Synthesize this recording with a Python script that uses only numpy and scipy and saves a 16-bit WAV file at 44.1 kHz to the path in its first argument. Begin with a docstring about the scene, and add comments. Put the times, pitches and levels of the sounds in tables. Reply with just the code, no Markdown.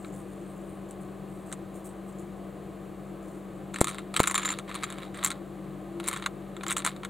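"""A quiet room, close to a studded base plate: small plastic bricks are handled, then pushed about on the plate.
Each contact is a sum of decaying modes of brick and plate, with noise tails scattered by objects nearby.
A hollow piece sings on three modes, hard knocks add low pressure pulses, and rustle is dense modal slips.
A fan hums steadily behind: wavering tones on its turn rate over shaped air noise, with a faint hiss."""
import sys
import numpy as np
from scipy import signal
from scipy.fft import rfft, irfft, next_fast_len
from scipy.io import wavfile

SR = 44100
rng = np.random.default_rng(int(sys.argv[2]) if len(sys.argv) > 2 else 0)


def waveform_to_disk(signal):
    """Save audio, clipped to [-1, 1], as 16-bit WAV at the path in sys.argv[1]."""
    frames = np.transpose(np.atleast_2d(signal))
    scaled = np.clip(frames, -1, 1) * 32767
    samples = np.round(scaled).astype(np.int16)
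    wavfile.write(sys.argv[1], SR, samples)


N = 312669

# modes of a small brick and of the base plate: f/Hz, relative level/dB, t60/s
BRICK_MODES = [(6260, -6, 0.0024), (7240, 3, 0.0045), (8120, 1, 0.0062), (8960, -1.5, 0.0056),
               (9540, -1.5, 0.0041), (11300, -10, 0.0039), (12830, -11.5, 0.0038), (15000, -18, 0.0033)]
PLATE_MODES = [(1106, -6.5, 0.016), (1323, -6, 0.017), (1768, -4.5, 0.0062), (2172, -3, 0.0067),
               (2840, -9, 0.0052), (3330, -10.5, 0.0092), (3820, -4, 0.0072), (4370, -11, 0.005)]
# correlation of left and right: f/Hz, likeness (0-1)
LIKENESS = [(60, 0.48), (200, 0.92), (1300, 0.75), (2400, 0.99), (4400, 1), (8100, 0.99), (15000, 0.032)]


def amp(db):
    """Level: 20 dB is a factor of ten in pressure."""
    return 10 ** (np.asarray(db, float) / 20)


def rms_one(x):
    """Normalization: scale the mean power to 1."""
    return x / np.sqrt(np.mean(x ** 2) + 1e-20)


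def at_hz(points, hz):
    """Interpolation on a logarithmic frequency axis."""
    table = np.array(points)
    return np.interp(np.log(hz + 1), np.log(table[:, 0]), table[:, 1])


def drift(rate_hz):
    """Slow random modulation: normal points of spread 1, joined by lines."""
    position = np.arange(N) / SR * rate_hz
    return np.interp(position, np.arange(400), rng.standard_normal(400))


def ring(clicks, hz, t60_s):
    """Damped resonance: a two-pole filter answers each unit click with a decaying sine."""
    radius = amp(-60 / (t60_s * SR))
    angle = 2 * np.pi * hz / SR
    poles = [1, -2 * radius * np.cos(angle), radius * radius]
    return signal.lfilter([0, np.sin(angle)], poles, clicks + 1e-18)   # the offset avoids denormal numbers


def pair(mid, side, alike):
    """Stereo correlation: the balance of sum and difference sets the likeness of the channels."""
    common, opposed = np.sqrt(1 + alike) * mid, np.sqrt(1 - alike) * side
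    return np.array([common + opposed, common - opposed]) / np.sqrt(2)


def coloured(spectrum):
    """Spectral shaping: white noise weighted by frequency, in stereo, rms 1."""
    size = next_fast_len(N)
    hz = np.arange(size // 2 + 1) * SR / size
    mid, side = rfft(rng.standard_normal((2, size))) * amp(at_hz(spectrum, hz))
    stereo = irfft(pair(mid, side, at_hz(LIKENESS, hz)), size)
    return rms_one(stereo[:, :N])


def fan():
    """Rotating source: wavering harmonics of the turn rate over turbulent air noise, nearer the left."""
    # tones: multiple of the turn rate, rms level/dB before panning and waver, waver/dB
    fan_tones = [(1, -57.5, 0.37), (3, -57, 4.3), (4, -44.5, 0.18), (7, -58, 7.9), (12, -63, 1.5)]
    # air in the room's resonances: f/Hz, relative spectral level/dB
    air_spectrum = [(25, -37), (60, -20), (150, -10.5), (185, -6.5), (215, -17), (270, -20.5), (290, -6),
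                    (340, -4), (400, -12), (800, -17.5), (880, -28), (1050, -20.5), (1300, -23.5),
                    (1400, -41)]
    turn_hz, air_db = 48.41, -43
    pan_db = 3.5   # left over right
    t = np.arange(N) / SR
    tones = np.zeros(N)
    for multiple, level_db, waver_db in fan_tones:
        sine = np.sqrt(2) * np.sin(2 * np.pi * (multiple * turn_hz * t + rng.random()))
        tones += amp(level_db + waver_db * drift(7.2)) * sine
    air = amp(air_db) * coloured([(10, -68)] + air_spectrum + [(2500, -77.0)])
    return (tones + air) * amp([[pan_db / 2], [-pan_db / 2]])


def hiss():
    """Broadband noise: a steady hiss, mostly above the fan's air noise in frequency."""
    # f/Hz, relative spectral level/dB
    hiss_spectrum = [(1300, -8.5), (1500, -4.5), (2500, -11), (4300, -18), (5300, -29), (6300, -24),
                     (7600, -18.5), (12000, -22.5), (16000, -23.5)]
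    return amp(-57) * coloured(hiss_spectrum)


def strokes(t):
    """Amplitude envelope: each stroke swells, holds and dies away exponentially."""
    # finger strokes, later loose bricks over the plate: t/s, length/s, relative level/dB
    stroke_table = [(0, 0.076, -63.5), (0.125, 0.09, -60), (0.27, 0.48, -70.5), (0.889, 0.036, -61.5),
                    (1.006, 0.016, -58), (1.287, 0.14, -69), (1.463, 0.035, -61.5), (1.744, 0.031, -61),
                    (1.845, 0.034, -55), (2.07, 0.05, -64), (2.185, 0.022, -58), (2.835, 0.025, -71),
                    (3.033, 0.042, -73), (3.225, 0.16, -70), (3.735, 0.26, -62.5), (4.16, 0.16, -57),
                    (4.378, 0.16, -50.5), (4.679, 0.37, -60.5), (5.141, 0.18, -54.5), (6.032, 0.15, -56),
                    (6.678, 0.022, -47.5), (6.845, 0.027, -46)]
    attack_s, release_s = 0.0029, 0.022
    envelope = amp(-78.5)   # hands are never quite still
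    for s, length_s, level_db in stroke_table:
        swell = np.clip((t - s) / attack_s + 1, 0, 1)
        decay = np.exp(-np.maximum(t - s - length_s, 0) / release_s)
        envelope = envelope + amp(level_db) * swell * decay
    return envelope


def slips(times, levels_db, modes, patchy_db):
    """Stick-slip excitation: each small slip drives every mode with its own strength and sign, rms 1."""
    at, out = (times * SR).astype(int), np.zeros((2, N))
    for hz, mode_db, t60_s in modes:
        clicks = np.zeros((2, N))
        push, side = rng.standard_normal((2, len(at))) * amp(levels_db + mode_db)
        clicks[:, at] = pair(push, side, at_hz(LIKENESS, hz))
        # the grip shifts, and the colour with it
        out += amp(patchy_db * drift(12)) * ring(clicks, hz, t60_s)
    return rms_one(out)


def rustle():
    """Friction: skin slips finely on bricks; later loose bricks scrape over studs in more uneven grains."""
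    on_plate_s = 3.7   # from here on the plate sounds too
    skin_wobble_db, slide_wobble_db = 1, 1.5
    bright = 0.33   # radius of the double zero that lifts the treble of the brick slips
    t = np.arange(N) / SR
    times = rng.random(8000) * (N - 1) / SR
    later = times > on_plate_s
    sizes_db = np.where(later, 3.2, 1.6) * np.minimum(rng.exponential(1, 8000), 4)
    sizes_db -= np.where(later, 6.0, 0)
    on_bricks = slips(times, sizes_db, BRICK_MODES, patchy_db=5.5)
    on_bricks = rms_one(signal.lfilter([1, -2 * bright, bright ** 2], [1], on_bricks))
    on_plate = amp(12.5) * (t > on_plate_s) * slips(times, sizes_db, PLATE_MODES, patchy_db=2.5)
    wobble_db = np.where(t > on_plate_s, slide_wobble_db, skin_wobble_db) * drift(30)
    return strokes(t) * amp(wobble_db) * (on_bricks + on_plate)


def knocks():
    """Pressure pulse: each hard knock pushes the microphone with one smooth negative half-cycle."""
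    # t/s, peak level/dB, length/ms
    knock_table = [(3.8138, -2, 1.24), (4.2025, -2, 1.08)]
    out = np.zeros(N)
    for s, level_db, length_ms in knock_table:
        phase = (np.arange(N) / SR - s) / (length_ms / 1000)
        out -= amp(level_db) * np.sin(np.pi * np.clip(phase, 0, 1)) ** 2
    return out


def bounced(s, level_db):
    """Repeated impact: an edge grazes, the blow lands, then the rocking brick touches twice more, losing energy."""
    graze_db = -13   # against the blow
    loss_db, loss_spread_db = 10.5, 2.0   # at each further touch
    lead_s = rng.uniform(0.00084, 0.0033, len(s))
    gaps_s = np.cumsum(rng.uniform(0.0037, 0.0083, (len(s), 2)), axis=1)
    losses_db = np.cumsum(loss_db + loss_spread_db * rng.standard_normal((len(s), 2)), axis=1)
    times = np.c_[s - lead_s, s, s[:, None] + gaps_s]
    levels_db = np.c_[level_db + graze_db, level_db, level_db[:, None] - losses_db]
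    return times.ravel(), levels_db.ravel()


def blows(times, peaks_db, modes, detune, echo_db, give_s=0.00006):
    """Modal impact: unlike pieces hit at unlike spots vary in mode strength, tuning, sign and scatter."""
    strike_spread_db = 2.0   # how unevenly a blow feeds the modes
    echo_t60_s = 0.047   # scatter from table, hands and boxes close by
    t = np.arange(SR // 16) / SR
    out = np.zeros((2, N + len(t)))
    hz, mode_db, t60_s = np.transpose(modes)[:, :, None]
    alike = at_hz(LIKENESS, hz)
    chance = rng.standard_normal((len(times), 3, len(modes), 1))
    contact = 1 - np.exp(-t / give_s)   # plastic gives a little, so the force takes a moment to build
    dying = amp(-60 * t / echo_t60_s)
    tails = rng.standard_normal((len(times), 1, len(t))) * dying
    tails *= amp(echo_db) / np.sqrt(np.sum(dying ** 2))
    for s, peak_db, (strength, tuning, sign), tail in zip(times, peaks_db, chance, tails):
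        decay = amp(mode_db + strike_spread_db * strength - 60 * t / t60_s) * np.sign(sign)
        rings = decay * contact * np.exp(2j * np.pi * hz * (1 + detune * tuning) * t)
        # where likeness is below 1, the right channel leads a little in phase and is a little weaker
        both = pair(rings.imag, 0.28 * rings.imag - rings.real, alike).sum(axis=1)
        both = amp(peak_db) * both / np.abs(both.mean(axis=0)).max()
        echo = signal.fftconvolve(both, tail, axes=1)[:, :len(t)]
        start = int(s * SR)
        out[:, start:start + len(t)] += both + echo
    return out[:, :N]


def contacts():
    """Coupled impact: a contact cracks the brick, drums the plate and bounces; a tumbling hollow piece sings."""
    # brick contacts: t/s, brick peak level/dB before echo and filtering, plate level/dB against the brick
    contact_table = [(0.047, -45.5, 11.5), (0.91, -33, -15), (1.517, -38, 2.5), (1.5264, -20, -8.5),
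                     (3.743, -24, -0.5), (3.7605, -29.5, 8), (3.7863, -31, 3), (3.808, -16, -7),
                     (3.813, -8, -5.5), (3.844, -15.5, -3.5), (3.8718, -22.5, 3.5), (3.8827, -21, -1.5),
                     (3.8917, -23.5, -2), (3.9, -30, -2), (3.912, -30, -1), (3.946, -33.5, 6),
                     (3.9842, -29.5, 4.5), (4.1416, -26.5, 5), (4.165, -11.5, 0), (4.172, -18.5, 2),
                     (4.1951, -19.5, 5.5), (4.2018, -12.5, 2), (4.2328, -16.5, -4), (4.239, -22.5, 7),
                     (4.2582, -26.5, -1), (4.2714, -31, 10), (4.2741, -6.5, -6), (4.298, -30, 6),
                     (4.312, -15, -2), (4.344, -16, 0), (4.3535, -19, 1.5), (4.358, -21, 7),
                     (4.379, -14.5, -0.5), (4.384, -28, 5), (4.396, -34, 11), (4.4228, -34, 6.5),
                     (4.4314, -32.5, 12), (4.4505, -21, 2), (4.455, -27, 4.5), (4.466, -38, 10),
                     (4.478, -36, 16), (4.49, -25.5, 7.5), (4.5032, -29, 10), (4.5177, -27.5, 6),
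                     (4.526, -29, 5), (4.588, -25, 2), (4.6937, -38.5, 8.5), (4.7141, -38.5, 12.5),
                     (4.744, -30, 5.5), (4.7528, -27.5, 2), (4.759, -31, 6.5), (4.827, -36, 9),
                     (4.8349, -22.5, 3.5), (4.84, -22.5, 4.5), (4.903, -28.5, 2.5), (4.925, -31.5, 5),
                     (4.9847, -37.5, 8), (5.175, -35, -8), (5.229, -36, 14), (5.2384, -18, -3),
                     (5.247, -7.5, -6), (5.262, -15, -5), (5.2746, -17, -11), (5.3044, -20.5, -0.5),
                     (5.316, -25.5, 2.5), (6.0007, -29, 5.5), (6.0407, -31, -17), (6.0612, -36, -14),
                     (6.073, -24, -8), (6.078, -15, -10), (6.0856, -11.5, -7), (6.113, -26, -1),
                     (6.13, -22.5, 3), (6.137, -28, 4), (6.163, -27, 5), (6.173, -29.5, -2),
                     (6.199, -41, 5), (6.2242, -32.5, 9), (6.241, -38.5, 10.5), (6.262, -20, 7),
                     (6.5664, -37, 7), (6.61, -47, 17.5), (6.6356, -24.5, 2.5), (6.666, -26, 5),
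                     (6.682, -18.5, -16), (6.7006, -26.5, 5), (6.7083, -13, -5), (6.7165, -17, 1.5),
                     (6.7254, -16, -8), (6.767, -18, 1.5), (6.7714, -15.5, -8.5), (6.781, -18, -7),
                     (6.7919, -25, 0), (6.803, -30, 3.5), (6.821, -38, 7), (6.849, -13, -2.5),
                     (6.8636, -12, -3.5), (6.8748, -21, 6.5), (6.893, -31, 0), (6.964, -40, 8.5),
                     (7.0339, -39, 14), (7.0498, -26, 4.5)]
    # touches of the tumbling hollow piece: t/s, peak level/dB before echo and filtering
    tumble_table = [(4.197, -22), (4.202, -20), (4.276, -19.5), (4.298, -23), (4.313, -36), (4.346, -30),
                    (4.3531, -14), (4.3848, -22), (4.398, -33), (4.434, -26), (4.4563, -15.5),
                    (4.4665, -21), (4.488, -26), (4.505, -20.5), (4.519, -26), (4.841, -25.5), (5.146, -42)]
    # modes of the hollow piece: f/Hz, relative level/dB, t60/s
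    hollow_modes = [(1107, -4.5, 0.028), (7200, 8.5, 0.026), (13300, -16.5, 0.025)]
    s, brick_db, plate_db = np.transpose(contact_table)
    times, brick_db = bounced(s, brick_db)
    plate_db = brick_db + np.repeat(plate_db, 4)   # four touches to a contact
    tumble_s, tumble_db = bounced(*np.transpose(tumble_table))
    bricks = blows(times, brick_db, BRICK_MODES, detune=0.057, echo_db=-5.5)
    plate = blows(times, plate_db, PLATE_MODES, detune=0.035, echo_db=-5.5, give_s=0.00014)
    hollow = blows(tumble_s, tumble_db, hollow_modes, detune=0.0023, echo_db=-7.5)
    return bricks + plate + hollow


def scene():
    """Superposition: bricks in the middle, close; fan and hiss behind."""
    background = fan() + hiss()
    bricks = rustle() + contacts()
    # bodies this small radiate no bass
    bricks = signal.sosfilt(signal.butter(4, 750, "high", fs=SR, output="sos"), bricks)
    # the microphone housing has a dip in the lower treble
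    bricks = bricks - 0.45 * signal.lfilter(*signal.iirpeak(5300.0, 3.0, fs=SR), bricks)
    return background + knocks() + bricks


def record(dry):
    """Overload and band limit: the hardest peaks clip, and a steep low-pass cuts the top."""
    clipped = np.clip(dry, -.9, .9)
    low_pass = signal.ellip(12, .5, 60, 15850, fs=SR, output="sos")   # ripple/dB, stopband/dB, cutoff f/Hz
    return signal.sosfilt(low_pass, clipped)


dry = scene()
out = record(dry)
waveform_to_disk(out)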